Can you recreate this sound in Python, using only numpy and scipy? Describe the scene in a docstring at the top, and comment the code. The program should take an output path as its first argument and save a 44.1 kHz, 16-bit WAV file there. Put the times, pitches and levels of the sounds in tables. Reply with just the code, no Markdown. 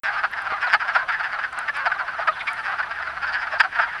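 """A dense chorus of wood frogs at a night pond opens over faint air, hum and hiss. Each quack is a short,
quickening pulse train that rings the vocal sacs as their pitch sags; a few are close, the rest are
scattered by trunks and banks. Wet leaf litter ticks near the microphone, with a soft bump at 0.5 s
just before the first loud quacks. Leaves rustle around 2.5 s and the hum swells at 3.2 s, then a
cluster of thin, high croaks leads into the loudest close quack at 3.6 s."""
import sys
import numpy as np
from scipy import signal
from scipy.fft import rfft, irfft, next_fast_len
from scipy.io import wavfile
from scipy.ndimage import uniform_filter1d

SR = 44100
rng = np.random.default_rng(int(sys.argv[2]) if len(sys.argv) > 2 else 0)


def put_to_file(sound):
    """Save the sound as 16-bit audio at rate SR, in the file named by the first command-line argument."""
    columns = np.atleast_2d(sound).T  # one column per channel
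    safe = np.clip(columns, -1, 1)
    whole_steps = np.round(safe * 32767)
    wavfile.write(sys.argv[1], SR, whole_steps.astype(np.int16))


N = 176400

# foreground quacks: strongest pulse t/s, level/dB, sac f/Hz, length/s, sag/(octaves per s),
# low ring trim/dB, treble trim/dB, pulse spacing/ratio
CLOSE_QUACKS = [(0.2415, -20.5, 1430, 0.011, 2, 1, -10, 1.09),
                (0.678, -25.5, 1320, 0.013, 11, 12, 2.5, 0.94), (0.7429, -13, 1543, 0.015, 7, 0, -3, 1.04),
                (0.9612, -15.5, 1450, 0.015, 13.4, 2, -9, 0.91),
                (1.69, -22, 1860, 0.013, 5.1, 4, -7.5, 0.77),
                (1.8688, -18, 1520, 0.015, 8.4, 8.5, -4, 0.98),
                (1.9212, -19.5, 1590, 0.0072, 1.8, -6, -14, .6),
                (2.196, -25, 1345, .0165, 22, 13.5, -8, 1.03),
                (2.285, -15, 1410, 0.014, 12, -12, -11.5, .7), (2.413, -29, 2270, .011, 3.1, -5, -11, 0.89),
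                (2.482, -21.5, 2330, .013, 2.9, 2.5, -6, 0.77),
                (3.538, -26.5, 1200, 0.013, 7.4, 13, -14, 1.11),
                (3.607, -11, 1678, 0.0094, 2.8, 0, -0.5, 0.97),
                (3.798, -16.5, 1450, 0.014, 5.2, 2.5, -17, 1)]
# quacks from across the pond: t/s, level/dB, sac f/Hz, length/s
POND_QUACKS = [(0.08, -25, 1580, 0.048), (0.164, -28, 1394, 0.039), (0.195, -27, 1600, 0.022),
               (0.254, -24, 1490, 0.014), (0.34, -26.5, 1820, 0.006), (0.389, -29, 1630, 0.015),
               (0.477, -25.5, 1494, 0.011), (0.536, -25.5, 1350, 0.038), (0.643, -23, 1570, 0.031),
               (0.716, -27.5, 1660, 0.029), (0.823, -25.5, 1534, 0.024), (0.898, -23.5, 1530, 0.021),
               (0.995, -27.5, 1530, 0.057), (1.105, -22.5, 1470, 0.022), (1.144, -25.5, 1780, 0.025),
               (1.211, -24.5, 1470, 0.015), (1.252, -25.5, 1700, 0.021), (1.345, -28, 1430, 0.025),
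               (1.396, -25, 1490, 0.0064), (1.446, -25.5, 1700, 0.017), (1.589, -29.5, 1390, 0.018),
               (1.798, -27.5, 1470, 0.053), (2.009, -27, 1400, 0.021), (2.092, -28.5, 1430, 0.015),
               (2.224, -28.5, 1450, 0.024), (2.518, -30.5, 1500, 0.03), (2.682, -27, 1556, 0.038),
               (2.737, -26.5, 1420, 0.019), (2.804, -23.5, 1460, 0.02), (2.837, -28, 1740, 0.0091),
               (2.922, -27.5, 1490, 0.013), (2.992, -31, 1450, 0.0068), (3.03, -28, 1640, 0.0073),
               (3.079, -27, 1480, 0.0072), (3.179, -28.5, 1360, 0.011), (3.245, -26, 1490, 0.024),
               (3.294, -28, 1630, 0.03), (3.356, -24.5, 1694, 0.026), (3.432, -27, 1560, 0.018),
               (3.478, -26.5, 1420, 0.0073), (3.548, -28, 1620, 0.031), (3.651, -23.5, 1470, 0.019),
               (3.763, -26, 1670, 0.015), (3.836, -24, 1600, 0.03)]
# thin, high croaks: t/s, level/dB, ring f/Hz
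THIN_CROAKS = [(.73, -36.5, 4950), (2.335, -43.5, 3450), (2.406, -37, 3480), (3.288, -41.5, 4750),
               (3.337, -36.5, 4570), (3.41, -44, 4970), (3.599, -35.5, 4770)]
# lulls in the distant chorus: t/s
FAR_LULLS = [0.302, 0.786, 1.06, 1.511, 1.723, 3.202, 3.706]
# upper resonances of the vocal sacs: f/sac f, level/dB, t60/s
UPPER_SAC_RINGS = [(1.398, 0, 0.003), (1.899, -29.5, 0.063)]
# EQ on the frog bus, on top of the call levels: f/Hz, gain/dB
FROG_EQ = [(200, -18), (450, -19), (640, 5.5), (820, 1), (1100, 0.5), (1600, 5), (3200, 0), (4100, -0.5),
           (5100, -1.5), (6200, -9.5), (10000, -1.5), (13000, -18)]
# ticks in the wet leaves: t/s, level/dB, f/Hz
LEAF_TICKS = [(0.313, -42, 10900), (0.42, -42, 9750), (1.528, -40.5, 7950), (1.589, -27, 8600),
              (1.769, -35.5, 9430), (2.532, -35.5, 9150)]
# spectral shape of the night air: f/Hz, relative level/dB
AIR_EQ = [(30, 1.5), (90, 1.5), (220, -2.5), (450, -1.5), (3000, -2), (7000, -24), (10500, -22),
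          (11800, -56)]
# two hum tones and a thin whine: f/Hz, rms level/dB
HUM_TONES = [(73.6, -65), (147.3, -67.5), (5880, -71.5)]

SLOW_GAP_S, FAST_GAP_S, QUICKEN = 0.0043, 0.00225, 2.4  # pulse gap glides slow to fast; its steepness
JITTER, SHIMMER_DB, ROUGHNESS = 0.15, 1, 0.035  # pulse-to-pulse spread of timing, level and tuning
ATTACK_SHARE, FALL_POWER = 0.78, 1.48  # attack over length; a power above 1 holds before dying
MAIN_T60_S, PULSE_RISE_S = 0.0077, 0.00012
LOW_RATIO, LOW_DB, LOW_T60_S = 0.5, -13.5, 0.012  # ring an octave under the sac pitch
RASP_RATIO, RASP_TOP_HZ, RASP_DB, RASP_T60_S = 3.05, 4805, -13, 0.011  # follows the sacs up to a limit
DULL_DB_PER_S, LOW_GROW_DB_PER_S = 281, 185  # through a quack the treble fades and the low ring grows
CLOSE_WET, POND_WET, FAR_WET, SCATTER_T60_S = 0.12, 0.35, 0.3, 0.035  # sends to trunk and bank echoes
DISTANT_SAG, DISTANT_LOW_DB, DISTANT_TREBLE_DB = 3.65, -2.5, -7.5  # voicing of pond and far frogs
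PACE_SPREAD = 0.12  # frogs differ in pulse spacing


def quack(peak_s, db, sac_hz, length, sag, low_db, treble_db, pace, wet):
    """One call as (start s, sound): quickening pulses ring the sacs, swell, die away and scatter."""
    number = np.arange(-24, 40)  # pulse 0 is the crest of the call
    timing, shimmer, tuning = rng.standard_normal((3, len(number)))
    gaps = pace * (FAST_GAP_S + (SLOW_GAP_S - FAST_GAP_S) / (1 + np.exp(QUICKEN * number)))
    gaps *= 1 + JITTER * wet * timing  # scattered calls arrive less regularly
    onsets = np.cumsum(gaps) - gaps
    onsets = onsets - onsets[number == 0]
    attack = (onsets / (ATTACK_SHARE * length)) ** 3
    release = -np.abs(onsets / length) ** FALL_POWER
    strength = np.exp(np.where(onsets < 0, attack, release)) * amp(SHIMMER_DB * shimmer)
    heard = strength > 0.01
    onsets, strength = onsets[heard, None], strength[heard, None]
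    detune = np.exp(ROUGHNESS * tuning[heard, None])
    pulses = strength * sac_rings(onsets, sac_hz, length, sag, low_db, treble_db, detune)
    index = np.round((onsets - onsets[0]) * SR).astype(int) + np.arange(pulses.shape[1])
    direct = np.bincount(index.ravel(), pulses.ravel())  # overlap the pulses
    paths = wet * echoes(SCATTER_T60_S)
    paths[0] += 1  # the direct path
    sound = signal.fftconvolve(direct, paths)
    return peak_s + onsets[0, 0], amp(db) * sound / np.sqrt(np.sum(sound ** 2) / (length * SR))


def sac_rings(onsets, sac_hz, length, sag, low_db, treble_db, detune):
    """Damped rings of the vocal sacs, a row per pulse; later pulses are lower, duller and softer-edged."""
    t = np.arange(SR // 64) / SR
    stage_s = np.clip(onsets, -length, 2 * length)
    bright_db = treble_db - DULL_DB_PER_S * stage_s
    droop = 2 ** (-sag * stage_s)
    rise_s = PULSE_RISE_S * np.exp(stage_s / length)

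    def ring(hz, db, t60):
        return amp(db) * fading(t, t60) * np.sin(2 * np.pi * hz * droop * t)

    low = ring(LOW_RATIO * sac_hz, LOW_DB + low_db + LOW_GROW_DB_PER_S * stage_s, LOW_T60_S)
    main = ring(sac_hz, 0, MAIN_T60_S)
    upper = sum(ring(ratio * sac_hz * detune, db + bright_db, t60) for ratio, db, t60 in UPPER_SAC_RINGS)
    rasp = ring(min(RASP_RATIO * sac_hz, RASP_TOP_HZ) * detune, RASP_DB + bright_db, RASP_T60_S)
    return (low - main - upper - rasp) * (1 - np.exp(-t / rise_s))


def close_frogs():
    """Foreground: the nearest callers, nearly dry, with distinct pulses."""
    out = np.zeros(N)
    for call in CLOSE_QUACKS:
        add(out, *quack(*call, CLOSE_WET))
    return out


def pond_frogs(lead_s=0.0037):
    """Midground: callers across the pond, duller and more scattered, each at its own pace."""
    out = np.zeros(N)
    for s, db, hz, length in POND_QUACKS:
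        pace = np.exp(PACE_SPREAD * rng.normal())
        direct_s = s - lead_s  # the direct sound leads its scattered echoes
        add(out, *quack(direct_s, db, hz, length, DISTANT_SAG, DISTANT_LOW_DB, DISTANT_TREBLE_DB,
                        pace, POND_WET))
    return out


def thin_croaks():
    """Small, bright calls in which only one high ring sounds."""
    out = np.zeros(N)
    for s, db, hz in THIN_CROAKS:
        add(out, *quack(s, db, hz, length=0.018, sag=0.71, low_db=-60, treble_db=-60,
                        pace=0.94, wet=POND_WET))
    return out


def far_frogs(calls_per_s=70, length_s=0.02, lull_db=-9, lull_width_s=0.018):
    """The chorus bed: distant frogs chatter at random, with short lulls."""
    out, t = np.zeros(N), np.arange(N) / SR
    for i in range(int(calls_per_s * N / SR)):
        timing, loudness, pitch, spacing = rng.standard_normal(4)
        s = (i + timing / 2) / calls_per_s
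        db, hz = -36 + 2.2 * loudness, 1450 * np.exp(0.13 * pitch)
        add(out, *quack(s, db, hz, length_s, DISTANT_SAG, DISTANT_LOW_DB, DISTANT_TREBLE_DB,
                        np.exp(PACE_SPREAD * spacing), FAR_WET))
    lulls = sum(np.exp(-((t - s) / lull_width_s) ** 2) for s in FAR_LULLS)
    return out * amp(lull_db * lulls)


def leaf_litter(rustle_s=2.53, rustle_width_s=0.21, rustle_db=-65.5):
    """Wet leaves shift in one faint rustle and give tiny, high ticks of noise."""
    t, tick_t = np.arange(N) / SR, np.arange(SR // 20) / SR
    out = amp(rustle_db) * crinkle(t, hz=9000) * np.exp(-((t - rustle_s) / rustle_width_s) ** 2)
    decay = fading(tick_t, t60=0.0075)
    for s, db, hz in LEAF_TICKS:
        add(out, s, 2 * amp(db) * crinkle(tick_t, hz) * decay * (1 - decay))
    return out


def soft_bump(at_s=0.522, db=-26, hz=470):
    """One dull bump near the microphone: a quickly damped tone."""
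    out, t = np.zeros(N), np.arange(SR // 20) / SR
    add(out, at_s, amp(db) * np.sin(2 * np.pi * hz * t) * fading(t, t60=0.018))
    return out


def night_bed(air_db=-48.5, hiss_db=-76.5, swell_s=3.21, swell_width_s=0.4, swell_db=10):
    """Steady air and microphone hiss, a hum whose lowest tone swells once, and a thin whine."""
    t = np.arange(N) / SR
    tones = [np.sqrt(2) * amp(db) * np.sin(2 * np.pi * (hz * t + rng.random())) for hz, db in HUM_TONES]
    swell = amp(swell_db * np.exp(-((t - swell_s) / swell_width_s) ** 2))
    hiss = amp(hiss_db) * rng.standard_normal(N)
    air = amp(air_db) * unit(equalise(rng.standard_normal(N), AIR_EQ))
    return air + hiss + swell * tones[0] + sum(tones[1:])


def crinkle(t, hz):
    """A band of fine noise around hz."""
    grain = uniform_filter1d(uniform_filter1d(rng.standard_normal(len(t)), size=12), size=9)
    return unit(grain * np.sin(2 * np.pi * hz * t))


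def echoes(t60):
    """A reverb tail of decaying noise, with energy 1."""
    t = np.arange(SR // 2) / SR
    tail = (rng.standard_normal(len(t)) * fading(t, t60))[:int(t60 * SR) + 2]
    return tail / np.linalg.norm(tail)


def equalise(x, points):
    """Minimum-phase EQ through points of f/Hz, gain/dB."""
    size = 2 * next_fast_len(N)
    hz, db = np.transpose(points)
    curve_db = np.interp(np.log(np.fft.rfftfreq(size, 1 / SR) + 1), np.log(hz), db)
    cepstrum = irfft(np.log(amp(curve_db)))
    fold = 1 + np.sign(size // 2 - np.arange(size))  # makes the filter causal
    fold[0] = 1
    return irfft(rfft(x, size) * np.exp(rfft(cepstrum * fold)))[:N]


def fading(t, t60):
    """A decay that loses 60 dB in t60."""
    return np.exp(-np.log(1000) * t / t60)


def amp(db):
    """Decibels to gain."""
    return 10 ** (np.asarray(db) / 20)


def unit(x):
    """Scale to rms 1."""
    return x / np.sqrt(np.mean(x ** 2) + 1e-20)


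def add(track, s, sound):
    """Mix a sound into the track at time s."""
    i = int(round(s * SR))
    part = sound[max(-i, 0):max(N - i, 0)]
    track[max(i, 0):max(i, 0) + len(part)] += part


def scene():
    """The mix: the frog bus, its faint reverb in the wood, and the ambience around the microphone."""
    ambience = leaf_litter() + soft_bump() + night_bed()
    wood_tail = echoes(t60=0.6)
    frogs = equalise(close_frogs() + pond_frogs() + thin_croaks() + far_frogs(), FROG_EQ)
    reverb = amp(-35) * signal.fftconvolve(frogs, wood_tail)[:N]
    return (frogs + reverb + ambience)[None]


def record(dry):
    """The recorder soft-clips the loudest pulses, opens after a moment and cuts the extreme top."""
    open_s, top_hz = 0.035, 17200
    clipped = dry / (1 + np.abs(dry) ** 10) ** (1 / 10)
    gated = clipped * (np.arange(N) / SR > open_s)
    return irfft(rfft(gated) * (np.fft.rfftfreq(N, 1 / SR) < top_hz), N)


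dry = scene()
out = record(dry)
put_to_file(out)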